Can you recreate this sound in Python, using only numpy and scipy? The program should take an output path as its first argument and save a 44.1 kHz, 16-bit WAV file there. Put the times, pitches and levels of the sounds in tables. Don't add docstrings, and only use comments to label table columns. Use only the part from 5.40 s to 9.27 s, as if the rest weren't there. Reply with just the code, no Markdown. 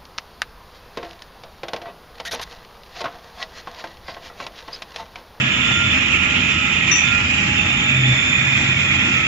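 import sys
import numpy as np
from scipy import signal
from scipy.io import wavfile
from scipy.ndimage import uniform_filter1d

SR = 44100
rng = np.random.default_rng(int(sys.argv[2]) if len(sys.argv) > 2 else 0)


def unload_audio(sound):
    columns = np.transpose(np.atleast_2d(sound))
    steps = np.round(np.clip(columns, -1, 1) * 32767)
    wavfile.write(sys.argv[1], SR, steps.astype(np.int16))


def voltage_ratio(decibels):
    exponent = np.asarray(decibels, float) / 20
    return 10 ** exponent


N = 170667


def evened(x):
    return x / np.sqrt(np.mean(np.abs(x) ** 2) + 1e-20)


def read(points, hz):
    f, value = np.transpose(points)
    return np.interp(np.log(hz + 1), np.log(f + 1), value)


def columns(table, t):
    rows = np.transpose(table)
    return [np.interp(t, rows[0], col) for col in rows[1:]]


def panned(pan_db):
    return voltage_ratio(np.array([[.5], [-.5]]) * pan_db)


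def rfft_hz(size):
    return np.arange(size // 2 + 1) * SR / size


def noise(field_db, patchy_db, flicker_db, channels=1, size=1024):
    hop = size // 4
    frames, hz = N // hop + 5, rfft_hz(size)
    draws = rng.standard_normal((frames, len(hz), channels, 3))
    real, imag, patches = np.moveaxis(draws, (0, 1, 2, 3), (3, 2, 1, 0))
    patches = uniform_filter1d(patches, size=4, axis=1)
    patches = evened(uniform_filter1d(patches, size=9, axis=2))
    flicker = evened(uniform_filter1d(rng.standard_normal(frames), size=3))
    field = field_db(hz[:, None], np.arange(frames) * hop / SR)
    field = field + patchy_db * patches + flicker_db * flicker
    return (real + 1j * imag) * voltage_ratio(field)


def sound(spectra):
    size = 2 * (spectra.shape[-2] - 1)
    return evened(signal.istft(spectra, nperseg=size, noverlap=size * 3 // 4)[1][..., :N])


def tone(hz, width_hz, steady, lag, alike=.7):
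    pole = np.exp(-np.pi * width_hz / SR)
    skirt = rng.standard_normal((N + SR, 2, 2)) @ np.array([1, 1j])
    skirt = signal.lfilter([1], [1, -2 * pole, pole * pole], skirt.T)
    skirt = evened(skirt[:, SR:])
    alike, steady = np.clip(alike, 0, 1), np.clip(steady, 0, 1)
    skirt[1] = alike * skirt[0] + np.sqrt(1 - alike ** 2) * skirt[1]
    phase = 2 * np.pi * (np.cumsum(hz * np.ones(N)) / SR + rng.random())
    carrier = np.exp(1j * (phase + np.array([[0], [lag]])))
    return np.sqrt(2) * (carrier * (np.sqrt(steady) + np.sqrt(1 - steady) * skirt)).real


def hall():
    # (frequency [Hz], density [dB per Hz])
    wash_spectrum = [(150, -70.5), (270, -25), (390, -9), (550, -9.5), (1000, -8.5), (1300, -1),
                     (1520, -5.5), (1900, 0.5), (2600, 1), (3100, 4.5), (3330, -1), (3500, -16.5),
                     (3700, -7.5), (3870, -8.5), (4300, -13.5), (5500, -9.5), (6300, -12), (6800, -8),
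                     (7050, -9), (7300, -7), (7600, -10)]
    # (frequency [Hz], left minus right [dB])
    wash_pan = [(400, 1), (800, -2.5), (1500, 3.5), (3500, 0.5), (4500, 5), (6000, -0.5), (7100, 6.5),
                (7600, 2.5)]
    # (time [s], lows [dB], highs [dB], left minus right [dB], hollow [dB])
    wash_motion = [(0, 2, -3, -2.5, 0), (.7, 2, -2.5, -2, -2), (1.5, 1, -1.5, 2, -3.5),
                   (2.1, 1.5, -1.5, -0.5, -3), (2.6, 0.5, -3.5, -0.5, -8), (3.2, 2, -1.5, -0.5, -10.5),
                   (3.87, 1, -2, 0.5, -9.5)]
    level_db, hollow_hz, hollow_width_hz = -22.5, 2980, 215

    def field(hz, s):
        low, high, pan, hollow = columns(wash_motion, s)
        share = np.clip((hz - 3500) / 1000, 0, 1)
        side = np.array([.5, -.5])[:, None, None] * (read(wash_pan, hz) + pan)
        dip = hollow * np.exp(-((hz - hollow_hz) / hollow_width_hz) ** 2)
        return read(wash_spectrum, hz) + (1 - share) * low + share * high + side + dip

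    return voltage_ratio(level_db) * sound(noise(field, patchy_db=2.5, flicker_db=1.34, channels=2))


def cabinet(t):
    # (frequency [Hz], density [dB per Hz])
    rumble_spectrum = [(12, -60), (20, -30), (38, -16.5), (81, -1), (136, -2.5), (166, -3.5), (194, -3),
                       (247, -4.5), (301, -10), (349, -8.5), (378, -21), (480, -26), (620, -60),
                       (1060, -120)]
    # (frequency [Hz], level [dB], width [Hz], steady share [0-1])
    motor_hums = [(90.1, -39, 21, 0), (197.3, -39.5, 15, 0.1), (251, -39, 7.6, 0)]
    # (time [s], frequency [Hz], level [dB])
    panel_boom = [(0, 128.2, -26.5), (.2, 131.1, -36), (.45, 127.5, -32.5), (1.1, 134.8, -40.5),
                  (1.6, 132.1, -42), (2.3, 131.2, -40), (2.47, 132, -26.5), (2.72, 127.6, -19.5),
                  (2.82, 132.7, -38.5), (3.05, 131.6, -24.5), (3.35, 130.5, -30), (3.5, 134, -27.5),
                  (3.87, 133, -33)]
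    rumble_db, boom_width_hz = -27.5, 9.3

    def field(hz, s):
        return read(rumble_spectrum, hz) + 0 * s

    rumble = voltage_ratio(rumble_db) * sound(noise(field, patchy_db=1.5, flicker_db=1.26, size=4096))
    hums = sum(voltage_ratio(db) * tone(hz, width_hz, steady, 0)[0] for hz, db, width_hz, steady in motor_hums)
    boom_hz, boom_db = columns(panel_boom, t)
    boom = voltage_ratio(boom_db) * tone(boom_hz, boom_width_hz, 0.39, 0)[0]
    return rumble + hums + boom


def tool(t):
    # (time [s], level [dB])
    blows = [(1.5122, -9.5), (1.552, -17.5)]
    # (frequency [Hz], first blow [dB], second blow [dB], 60 dB decay [s], left minus right [dB])
    steel_modes = [(1194, -18.5, -20, 0.18, -5), (1836, -11, -8, 0.12, 5), (1920, -8, 1, 0.12, -2.5),
                   (2526, -17, 1, 0.12, -5.5), (2686, 0.5, -4.5, 0.11, 3), (3597, -6.5, -19.5, 0.13, 6),
                   (4670, -20.5, -10, 0.093, 8), (5200, -19, -41, 0.071, 12), (5630, -14.5, -19, 0.2, 9),
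                   (5886, 2, -8, 0.3, 23), (5973, -6, 2.5, 0.38, 24), (6190, -35, -13.5, .12, 13),
                   (7200, -41, -3, .45, 18.5)]
    rise_s, damped_s, damped_t60_s = 0.0033, 1.655, .1
    out = np.zeros((2, N))
    for blow, (start, db) in enumerate(blows):
        since = np.maximum(t - start, 0)
        rise = 1 - np.exp(-since / rise_s)
        for mode, (hz, *spot_db, t60, pan) in enumerate(steel_modes):
            decay = voltage_ratio(db + spot_db[blow] - 60 * since / t60)
            ring = rise * decay * np.sin(2 * np.pi * hz * since)
            polarity = (-1) ** mode
            out += polarity * voltage_ratio(np.array([[0], [-pan]])) * ring
    rest = voltage_ratio(-60 * np.maximum(t - damped_s, 0) / damped_t60_s)
    return out * rest


def squeal(t):
    # (time [s], pitch [Hz], level [dB], left minus right [dB], octave level [dB])
    whistle_curve = [(0, 3540, -38, -14.5, -49), (0.35, 3490, -28, -10.5, -37.5),
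                     (0.83, 3503, -37, -5, -49.5), (1.6, 3545, -30.5, -2, -42.5),
                     (1.71, 3525, -26, -6, -41), (1.8, 3540, -48, -5, -59), (2.25, 3529, -31.5, -6.5, -43),
                     (2.45, 3554, -29, -3, -38.5), (2.72, 3524, -25.5, -7, -38.5),
                     (2.81, 3516, -28.5, -6, -34.5), (3.1, 3540, -28.5, 1.5, -38.5),
                     (3.45, 3528, -35, -6, -42), (3.87, 3510, -34.5, -2.5, -50)]
    width_hz, octave_width_hz, octave_pan_db = 99, 120, 7
    hz, db, pan, octave_db = columns(whistle_curve, t)
    whistle = voltage_ratio(db) * panned(pan) * tone(hz, width_hz, 0.068, 1.5, alike=0.32)
    octave = tone(2 * hz, octave_width_hz, 0.14, 0, alike=0.37)
    return whistle + voltage_ratio(octave_db) * panned(octave_pan_db) * octave


def whines(t):
    # (frequency [Hz], level [dB], width [Hz], steady share [0-1], left minus right [dB], port lag [rad])
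    even_lines = [(632, -43, 25, .2, -1, 2.8), (1902, -38.5, 22, 0.3, 1.5, 6)]
    # (time [s], level [dB], left minus right [dB])
    swelling_lines = [((830, 17, 0.17, 1.45), [(0, -55.5, -3), (.95, -44.5, -3), (1.85, -46, -5),
                      (2.05, -37.5, -3), (2.6, -44, -1), (2.9, -46, -4.5), (3.87, -49.5, -8)]),
                      ((1297, 14, 0.51, 0.16), [(0, -42.5, -1), (0.7, -42, -6.5), (1.4, -38, -5.5),
                      (1.7, -45, -1.5), (2.6, -46, -1.5), (3.4, -52, -6.5), (3.75, -38, -4),
                      (3.87, -36, 4)]), ((1397, 4.3, 0.64, 0.21), [(0, -38, -6), (0.18, -40, 2),
                      (0.42, -28, -3), (0.56, -43.5, 5), (0.8, -34, -5), (1.08, -42, -6), (1.3, -35, 4),
                      (1.52, -51.5, -13), (1.73, -30, -4), (2.0, -43, 12), (2.4, -43, 9),
                      (2.8, -35.5, -1.5), (3.3, -44.5, 8), (3.6, -32.5, 7), (3.87, -42, 10)]),
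                      ((1660, 12, 0.17, 2.1), [(0, -33, -4), (.4, -38, -7), (.9, -41, -2), (1.5, -41.5, -4),
                      (2.1, -28.5, -3), (2.3, -45, -3), (2.6, -32, 1), (3.15, -29.5, -0.5), (3.4, -53, -4),
                      (3.87, -45.5, -1.5)]), ((2461, 75, 0.11, 2.5), [(0, -31, -5.5), (.6, -22, -7),
                      (1.1, -28.5, -11.5), (1.7, -24.5, -11.5), (2., -30, -10.5), (3., -27, -14),
                      (3.87, -27, -9.5)])]
    out = np.zeros((2, N))
    for hz, db, width_hz, steady, pan, lag in even_lines:
        out = out + voltage_ratio(db) * panned(pan) * tone(hz, width_hz, steady, lag, alike=0.5)
    for line, curve in swelling_lines:
        db, pan = columns(curve, t)
        out = out + voltage_ratio(db) * panned(pan) * tone(*line, alike=0.83)
    return out


def blades(t):
    # (time [s], centre [Hz], right level [dB], left relative to right [dB], left port lag [rad])
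    rush_curve = [(0, 2640, -19, -9, 2.4), (.5, 2580, -17, -19, 2.25), (1., 2590, -16, -16, 1.1),
                  (1.5, 2510, -16.5, -15, 1.1), (1.9, 2554, -18.5, -19.5, 4),
                  (2.25, 2597, -16.5, -11.5, 2.9), (2.6, 2470, -17.5, -6.5, 3.1), (3., 2280, -18, -8, 2.6),
                  (3.4, 2420, -17, -6.5, 3.1), (3.87, 2440, -17.5, -7.5, 2.9)]
    width_hz, top_hz = 795, 3650
    leak_hz, leak_width_hz = 2970, 1120
    air = noise(lambda hz, s: 0 * hz * s, patchy_db=2.5, flicker_db=1.2)[0]
    hz = rfft_hz(1024)[:, None]
    frame_s = np.arange(air.shape[1]) * 256 / SR
    centre_hz, _, _, lag = columns(rush_curve, frame_s)
    resonance = air / (1 + ((hz - centre_hz) / (width_hz / 2)) ** 2)
    right = resonance / (1 + (hz / top_hz) ** 10)
    left = air / (1 + ((hz - leak_hz) / (leak_width_hz / 2)) ** 4) * np.exp(-1j * lag)
    _, db, leak_db, _ = columns(rush_curve, t)
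    return voltage_ratio(db) * np.array([voltage_ratio(leak_db) * sound(left), sound(right)])


def scene():
    t = np.arange(N) / SR
    return hall() + cabinet(t) + tool(t) + squeal(t) + whines(t) + blades(t)


def low_pass(x):
    return signal.sosfilt(signal.butter(12, 7600, fs=SR, output="sos"), x)


def record(dry):
    edge_hz, clip = 7610, 1.0
    edge = signal.firwin(4095, edge_hz, window=("kaiser", 11), fs=SR)
    band_limited = signal.oaconvolve(dry, edge[None], "same")
    clipped = np.clip(band_limited, -clip, clip)
    return low_pass(clipped)


dry = scene()
out = record(dry)
unload_audio(out)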